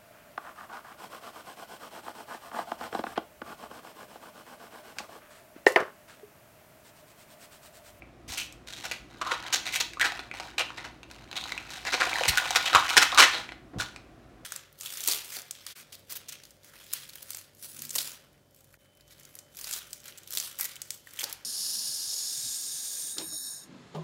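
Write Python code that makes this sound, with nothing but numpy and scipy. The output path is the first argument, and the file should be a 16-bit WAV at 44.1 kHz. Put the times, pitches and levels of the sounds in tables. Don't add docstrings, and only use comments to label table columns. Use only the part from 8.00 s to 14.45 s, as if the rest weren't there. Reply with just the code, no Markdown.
import sys
import numpy as np
from scipy import signal
from scipy.fft import rfft, irfft
from scipy.io import wavfile

SR = 44100
rng = np.random.default_rng(int(sys.argv[2]) if len(sys.argv) > 2 else 0)


def wrap_up_sound(samples):
    columns = np.atleast_2d(samples).T
    tamed = np.clip(columns, -1, 1)
    steps = np.round(tamed * 32767).astype(np.int16)
    wavfile.write(sys.argv[1], SR, steps)


N = 284400
TAPS = 4096
HZ = np.fft.rfftfreq(TAPS, 1 / SR)

HIT_SPOTS = {"palm": (757, 12), "large": (1158, 17.4), "pile": (1240, 7.63), "base": (1596, 19),
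             "neck": (1800, 21), "wall": (1820, 7.3), "small": (2210, 7.5), "cap": (2660, 10.4),
             "lid": (2440, 19.6), "rim": (3600, 10), "edge": (5600, 4)}
# (time [s], swell [s], fall [s], level at the crest [dB], brightness [dB per octave], spot)
JOLTS = [(0.279, 0.047, 0.11, -39.5, 3.5, "edge"), (0.375, .003, 0.031, -29.5, 3.5, "cap"),
         (0.838, 0.019, 0.008, -33.5, 0, "palm"), (0.913, 0.0012, 0.018, -31, -0.5, "small"),
         (1.214, 0.0026, 0.0093, -26, -4, "large"), (1.249, .022, 0.077, -33, -3.5, "large"),
         (1.313, 0.0053, 0.013, -23.5, -4, "pile"), (1.434, 0.044, 0.0054, -42.5, -5, "wall"),
         (1.527, 0.011, 0.021, -21, .3, "edge"), (1.656, 0.012, 0.022, -30.5, -1, "small"),
         (1.723, .038, 0.019, -27, 2, "small"), (1.802, 0.0034, 0.0091, -21, 0, "edge"),
         (2.006, 0.012, 0.013, -20, -2, "neck"), (2.043, 0.011, 0.017, -23, -2, "wall"),
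         (2.399, 0.0036, 0.0047, -31, -3, "palm"), (2.581, .005, 0.011, -22, -1.5, "cap"),
         (2.602, 0.0067, 0.009, -24.5, -3.5, "cap"), (2.774, 0.0078, 0.018, -37, -3.5, "small"),
         (2.842, 0.0021, 0.02, -37.5, -4, "wall"), (3.356, 0.018, 0.0079, -32, -1.5, "rim"),
         (3.85, 0.027, 0.014, -29.5, -2.5, "wall"), (3.925, 0.018, 0.013, -23, -4, "edge"),
         (4.002, 0.0068, 0.037, -23.5, -4, "pile"), (4.281, .01, 0.008, -17.5, 3.5, "small"),
         (4.551, 0.012, 0.0076, -16, -1, "pile"), (4.657, .002, 0.026, -24, 0, "cap"),
         (4.738, 0.028, 0.011, -14, -3.5, "large"), (4.787, 0.01, 0.017, -30, 0.5, "large"),
         (4.969, .011, 0.0031, -9, -1.1, "wall"), (5.017, 0.0073, 0.012, -15.5, 0, "pile"),
         (5.12, 0.0086, 0.038, -29, -7, "large"), (5.176, 0.032, 0.014, -9, -1.8, "pile"),
         (5.218, 0.0028, 0.02, -11.5, -2.5, "wall"), (5.326, 0.012, 0.057, -30.5, -4, "rim"),
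         (5.786, 0.028, 0.013, -30.5, -0.2, "pile")]


def rattles(spread_db=6.0, start_gain=0.41, end_db=-7, settle_s=0.051, detune_octaves=0.06,
            hardness_db_per_octave=1.0, pills=12, contacts_per_s=140):
    out = np.zeros(N)
    t = np.arange(SR // 5) / SR
    for time_s, swell_s, fall_s, level_db, bright, spot in JOLTS:
        hollow_hz, hollow_db = HIT_SPOTS[spot]
        after_s = np.maximum(t - swell_s, 0)
        force = np.interp(t, [0, swell_s], [start_gain, 1])
        force *= amp(end_db * after_s / fall_s)
        force *= np.exp(-np.maximum(after_s - fall_s, 0) / settle_s)
        clatter = 0
        for place, edge in rng.uniform(-1, 1, (pills, 2)):
            pill_hollow_hz = hollow_hz * 2 ** (detune_octaves * place)
            colour_db = bottle_colour(pill_hollow_hz, hollow_db, bright + hardness_db_per_octave * edge)
            hits = force * contacts(len(t), contacts_per_s, spread_db)
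            clatter = clatter + signal.fftconvolve(hits, blow(colour_db))
        add(out, time_s, amp(level_db) * np.linalg.norm(force) * unit(clatter))
    return out


def contacts(length, per_s, spread_db):
    size = amp(spread_db * np.clip(rng.standard_normal(length), -2, 2))
    size *= rng.choice([-1, 1], length)
    happens = rng.random(length) < per_s / SR
    return unit(size * happens) * np.sqrt(length)


def blow(colour_db, scatter=2.42, scatter_s=0.0013):
    t = np.arange(SR // 100) / SR
    waves = scatter * unit(rng.standard_normal(len(t)) * np.exp(-t / scatter_s))
    waves[0] += 1
    return unit(signal.fftconvolve(ring(colour_db), waves))


# (frequency [Hz], level [dB])
PLASTIC_COLOUR = [(40, -49.5), (120, -42), (250, -17.5), (500, -11), (850, -7.5), (1500, -4), (2500, -1),
                  (4200, -4.5), (5000, -6), (6000, -4.5), (8500, -10), (10300, -16.5), (12500, -17.5),
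                  (16000, -25.5)]
# (frequency [Hz], width [Hz], boost [dB])
BOTTLE_MODES = [(866, 330, 3), (1293, 12, 4.5), (1448, 52, 6.5), (1595, 70, 4.5), (2010, 110, 2.5),
                (4026, 930, 4.5)]


def bottle_colour(hollow_hz, hollow_db, bright_db_per_octave, width_octaves=0.3):
    distance_octaves = abs(np.log2((HZ + 1) / hollow_hz))
    hollow = hollow_db / (1 + (distance_octaves / width_octaves) ** 3)
    modes = sum(db / (1 + (2 * (HZ - hz) / width_hz) ** 2) for hz, width_hz, db in BOTTLE_MODES)
    tilt = bright_db_per_octave * np.log2(np.maximum(HZ, 500) / 2000)
    return read(PLASTIC_COLOUR, HZ) + hollow + modes + tilt


def ring(colour_db):
    both_sides_db = np.concatenate([colour_db, colour_db[-2:0:-1]])
    log_gain = np.log(amp(both_sides_db))
    spectrum = np.exp(np.conj(signal.hilbert(log_gain)))
    return unit(np.fft.ifft(spectrum).real)


# (time [s], level [dB], brightness [dB per octave], spot)
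SINGLE_KNOCKS = [(0.0214, -40.5, -9, "lid"), (0.4179, -31.5, 3, "lid"), (0.525, -43.5, 5, "edge"),
                 (0.7359, -34.5, 2.5, "rim"), (0.9137, -28.5, -3, "small"), (1.465, -38, -3, "rim"),
                 (1.935, -36.5, 0, "small"), (1.9712, -32.5, -5.5, "large"), (1.9977, -25, 1.5, "base"),
                 (2.0124, -18.5, 0.5, "wall"), (2.1212, -29.5, -2.5, "palm"), (2.193, -30.5, -5.5, "rim"),
                 (2.3138, -30.5, -4.5, "lid"), (2.34, -38, -8, "pile"), (2.7042, -34, -7, "pile"),
                 (3.0316, -40, -2, "cap"), (3.113, -40.5, 2.5, "wall"), (3.3143, -35.5, -1, "rim"),
                 (3.329, -34, -4, "cap"), (3.3776, -27, -.8, "rim"), (3.412, -36, 3, "rim"),
                 (3.4394, -31, 0, "rim"), (3.483, -38, 0, "wall"), (3.5213, -25, -1.5, "wall"),
                 (3.578, -27, -2, "cap"), (4.0196, -15.5, -8, "base"), (4.0706, -27.5, -15, "palm"),
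                 (4.1315, -23, -10, "lid"), (4.1564, -21.5, -1, "neck"), (4.2108, -22, -20, "palm"),
                 (4.236, -21, -0.5, "cap"), (4.2555, -22, -3, "small"), (4.3741, -13.5, 3, "base"),
                 (4.3815, -17.5, 3, "base"), (4.5072, -20, -0.5, "palm"), (4.731, -19, -4, "wall"),
                 (4.7491, -7, -3, "pile"), (4.9678, -11, -1.5, "wall"), (4.978, -5, -1, "edge"),
                 (5.1192, -26, -3.5, "rim"), (5.1472, -25, 2, "rim"), (5.491, -34, -5.5, "small"),
                 (5.521, -34.5, -4, "small"), (5.8, -23, -3, "base"), (5.962, -36.5, -1.5, "small")]


def knocks(lead_db=-4.5, lead_db_per_swell_s=-200, lead_bright_db_per_octave=0.5):
    out = np.zeros(N)
    for time_s, level_db, bright, spot in SINGLE_KNOCKS:
        add(out, time_s, knock(level_db, bright, spot))
    for time_s, swell_s, _, level_db, bright, spot in JOLTS:
        first_db = level_db + lead_db + lead_db_per_swell_s * swell_s
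        add(out, time_s, knock(first_db, bright + lead_bright_db_per_octave, spot))
    return out


def knock(level_db, bright, spot, blow_s=0.0027, scatter=0.98, chatter=0.5, chatter_s=0.01):
    t = np.arange(SR // 25) / SR
    push = chatter * unit(rng.standard_normal(len(t)) * np.exp(-t / chatter_s))
    push[0] += 1
    colour_db = bottle_colour(*HIT_SPOTS[spot], bright)
    sound = unit(signal.fftconvolve(push, blow(colour_db, scatter=scatter)))
    return amp(level_db) * np.sqrt(blow_s * SR) * sound


def shuffle(per_s=24, spread_db=4, hollow_db=14, bright=-1, hardness_db_per_octave=5.4, count=18):
    ticks = 0
    for hollow_hz in np.geomspace(780, 4300, count):
        tick_bright = bright + hardness_db_per_octave * np.log2(hollow_hz / 2000)
        tick = blow(bottle_colour(hollow_hz, hollow_db, tick_bright))
        ticks = ticks + signal.oaconvolve(contacts(N, per_s, spread_db), tick)[:N]
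    ticks = ticks / np.sqrt(count)
    rub = signal.oaconvolve(contacts(N, 1800, 9.8), ring(bottle_colour(3700, 2, 1.0)))[:N]
    ticking, rubbing = handling()
    return ticking * ticks + rubbing * rub


# (time [s], length [s], ticking level [dB], rubbing level [dB])
HAND_GRIPS = [(0.28, 0.074, -48, -52), (0.666, 0.25, -57.5, -47.5), (1.096, 0.12, -56.5, -64.5),
              (1.236, 0.32, -45.5, -71), (1.62, 0.17, -51.5, -56), (2.0, .2, -46.5, -59),
              (2.333, 0.13, -46, -56), (2.625, 0.27, -54, -71), (3.084, 0.23, -56, -69),
              (3.687, 0.078, -47, -45), (4.885, 0.022, -36, -32), (5.812, 0.053, -49.5, -57)]
# (time [s], level [dB])
HEAP_JOSTLE = [(3.3, -65), (3.39, -42.5), (3.6, -48.5), (3.83, -54), (3.9, -40.5), (4.25, -33), (4.7, -39),
               (4.96, -32.5), (5.1, -40.5), (5.37, -43), (5.56, -67)]


def handling(attack_s=0.0085, release_s=0.057, jostle_rub_db=-7.5):
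    t = np.arange(N) / SR
    ticking = amp(np.interp(t, *np.transpose(HEAP_JOSTLE), left=-np.inf, right=-np.inf))
    rubbing = amp(jostle_rub_db) * ticking
    for time_s, length_s, tick_db, rub_db in HAND_GRIPS:
        grip = np.clip((t - time_s) / attack_s, 0, 1)
        grip *= np.exp(-np.maximum(t - time_s - length_s, 0) / release_s)
        ticking = np.hypot(ticking, amp(tick_db) * grip)
        rubbing = np.hypot(rubbing, amp(rub_db) * grip)
    return ticking, rubbing


# (time [s], thump level [dB], level of the low boom under it [dB])
LANDINGS = [(0.276, -53, -48), (4.272, -43.5, -36), (4.74, -43.5, -49.5), (4.972, -54.5, -57),
            (5.21, -57, -51), (5.757, -34.5, -35.5)]


def thuds(slap_lead_s=0.024, slap_db=-9.5, boom_delay_s=0.018):
    out = np.zeros(N)
    for time_s, thump_db, boom_db in LANDINGS:
        add(out, time_s - slap_lead_s, amp(thump_db + slap_db) * swing(hz=285, fade_s=0.014))
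        add(out, time_s, amp(thump_db) * swing(hz=100, fade_s=0.018))
        add(out, time_s + boom_delay_s, amp(boom_db) * swing(hz=54.5, fade_s=0.013))
    return signal.sosfilt(signal.butter(2, 35, "high", fs=SR, output="sos"), out)


def swing(hz, fade_s, puff=0.98):
    t = np.arange(SR // 3) / SR
    band = signal.butter(2, [hz / 2, 3.0 * hz], "band", fs=SR, output="sos")
    dull = signal.sosfilt(band, rng.standard_normal(len(t)))
    envelope = (2 * t / fade_s) * np.exp(1 - 2 * t / fade_s)
    cycles = np.sqrt(2) * np.sin(2 * np.pi * hz * t)
    return envelope * (cycles + puff * dull / dull.std())


# (frequency [Hz], time [s])
REVERB_T60 = [(100, 0.57), (500, 0.11), (1500, 0.45), (4000, 0.34), (8000, 0.41), (16000, 0.31)]
# (frequency [Hz], level [dB])
REVERB_SEND = [(100, -8), (500, -3), (1500, -6), (4000, -6), (8000, -12.5), (16000, -10)]


def room(x, build_s=0.0024, first_s=0.001, taps_per_s=4000):
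    taps = rng.choice([-1., 1.], SR) * (rng.random(SR) < taps_per_s / SR)
    hz, t, bands = signal.stft(unit(taps), SR, nperseg=256)
    t60_s = read(REVERB_T60, hz)[:, None]
    send_db = read(REVERB_SEND, hz)[:, None]
    bands = bands * amp(send_db - 60 * t / t60_s) * np.sqrt(2 * np.log(1000) / t60_s)
    tail = signal.istft(bands, SR, nperseg=256)[1][:SR]
    tail *= np.clip((np.arange(SR) / SR - first_s) / build_s, 0, 1)
    return x + signal.fftconvolve(x, tail)[:N]


# (frequency [Hz], density [dB per Hz])
AIR_COLOUR = [(15, -40), (25, -27), (49, -6.5), (82, -12), (120, -11), (212, -12), (335, -7.5),
              (416, -17.5), (754, -15), (863, -26), (1070, -21), (16000, -50.5)]
# (frequency [Hz], level [dB])
HUM_TONES = [(58.5, -63.5), (119, -64), (339, -80)]


def air(air_db=-54, waver_rad=0.77):
    gain = amp(read(AIR_COLOUR, np.fft.rfftfreq(N, 1 / SR)))
    hiss = irfft(rfft(rng.standard_normal(N)) * gain, N)
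    t = np.arange(N) / SR
    hum = 0
    for hz, level_db in HUM_TONES:
        waver = np.interp(t, np.linspace(0, t[-1], 40), rng.standard_normal(40))
        hum = hum + amp(level_db) * np.sqrt(2) * np.sin(2 * np.pi * hz * t + waver_rad * waver)
    return amp(air_db) * hiss / hiss.std() + hum


def amp(db):
    return 10 ** (np.asarray(db) / 20)


def unit(x):
    return x / np.sqrt(np.sum(x ** 2) + 1e-20)


def read(points, hz):
    f, value = np.transpose(points)
    return np.interp(np.log(hz + 1), np.log(f + 1), value)


def add(mix, time_s, sound):
    part = mix[max(round(time_s * SR), 0):][:len(sound)]
    part += sound[:len(part)]


def scene():
    bottles = rattles() + knocks() + shuffle()
    return (room(bottles + thuds()) + air())[None]


def record(dry, ceiling=0.74, edge_hz=16100):
    rounded = dry / (1 + (dry / ceiling) ** 4) ** (1 / 4)
    lowpass = signal.firwin(401, edge_hz, window=("kaiser", 8), fs=SR)
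    return signal.oaconvolve(rounded, lowpass[None], "same")


dry = scene()
out = record(dry)
wrap_up_sound(out)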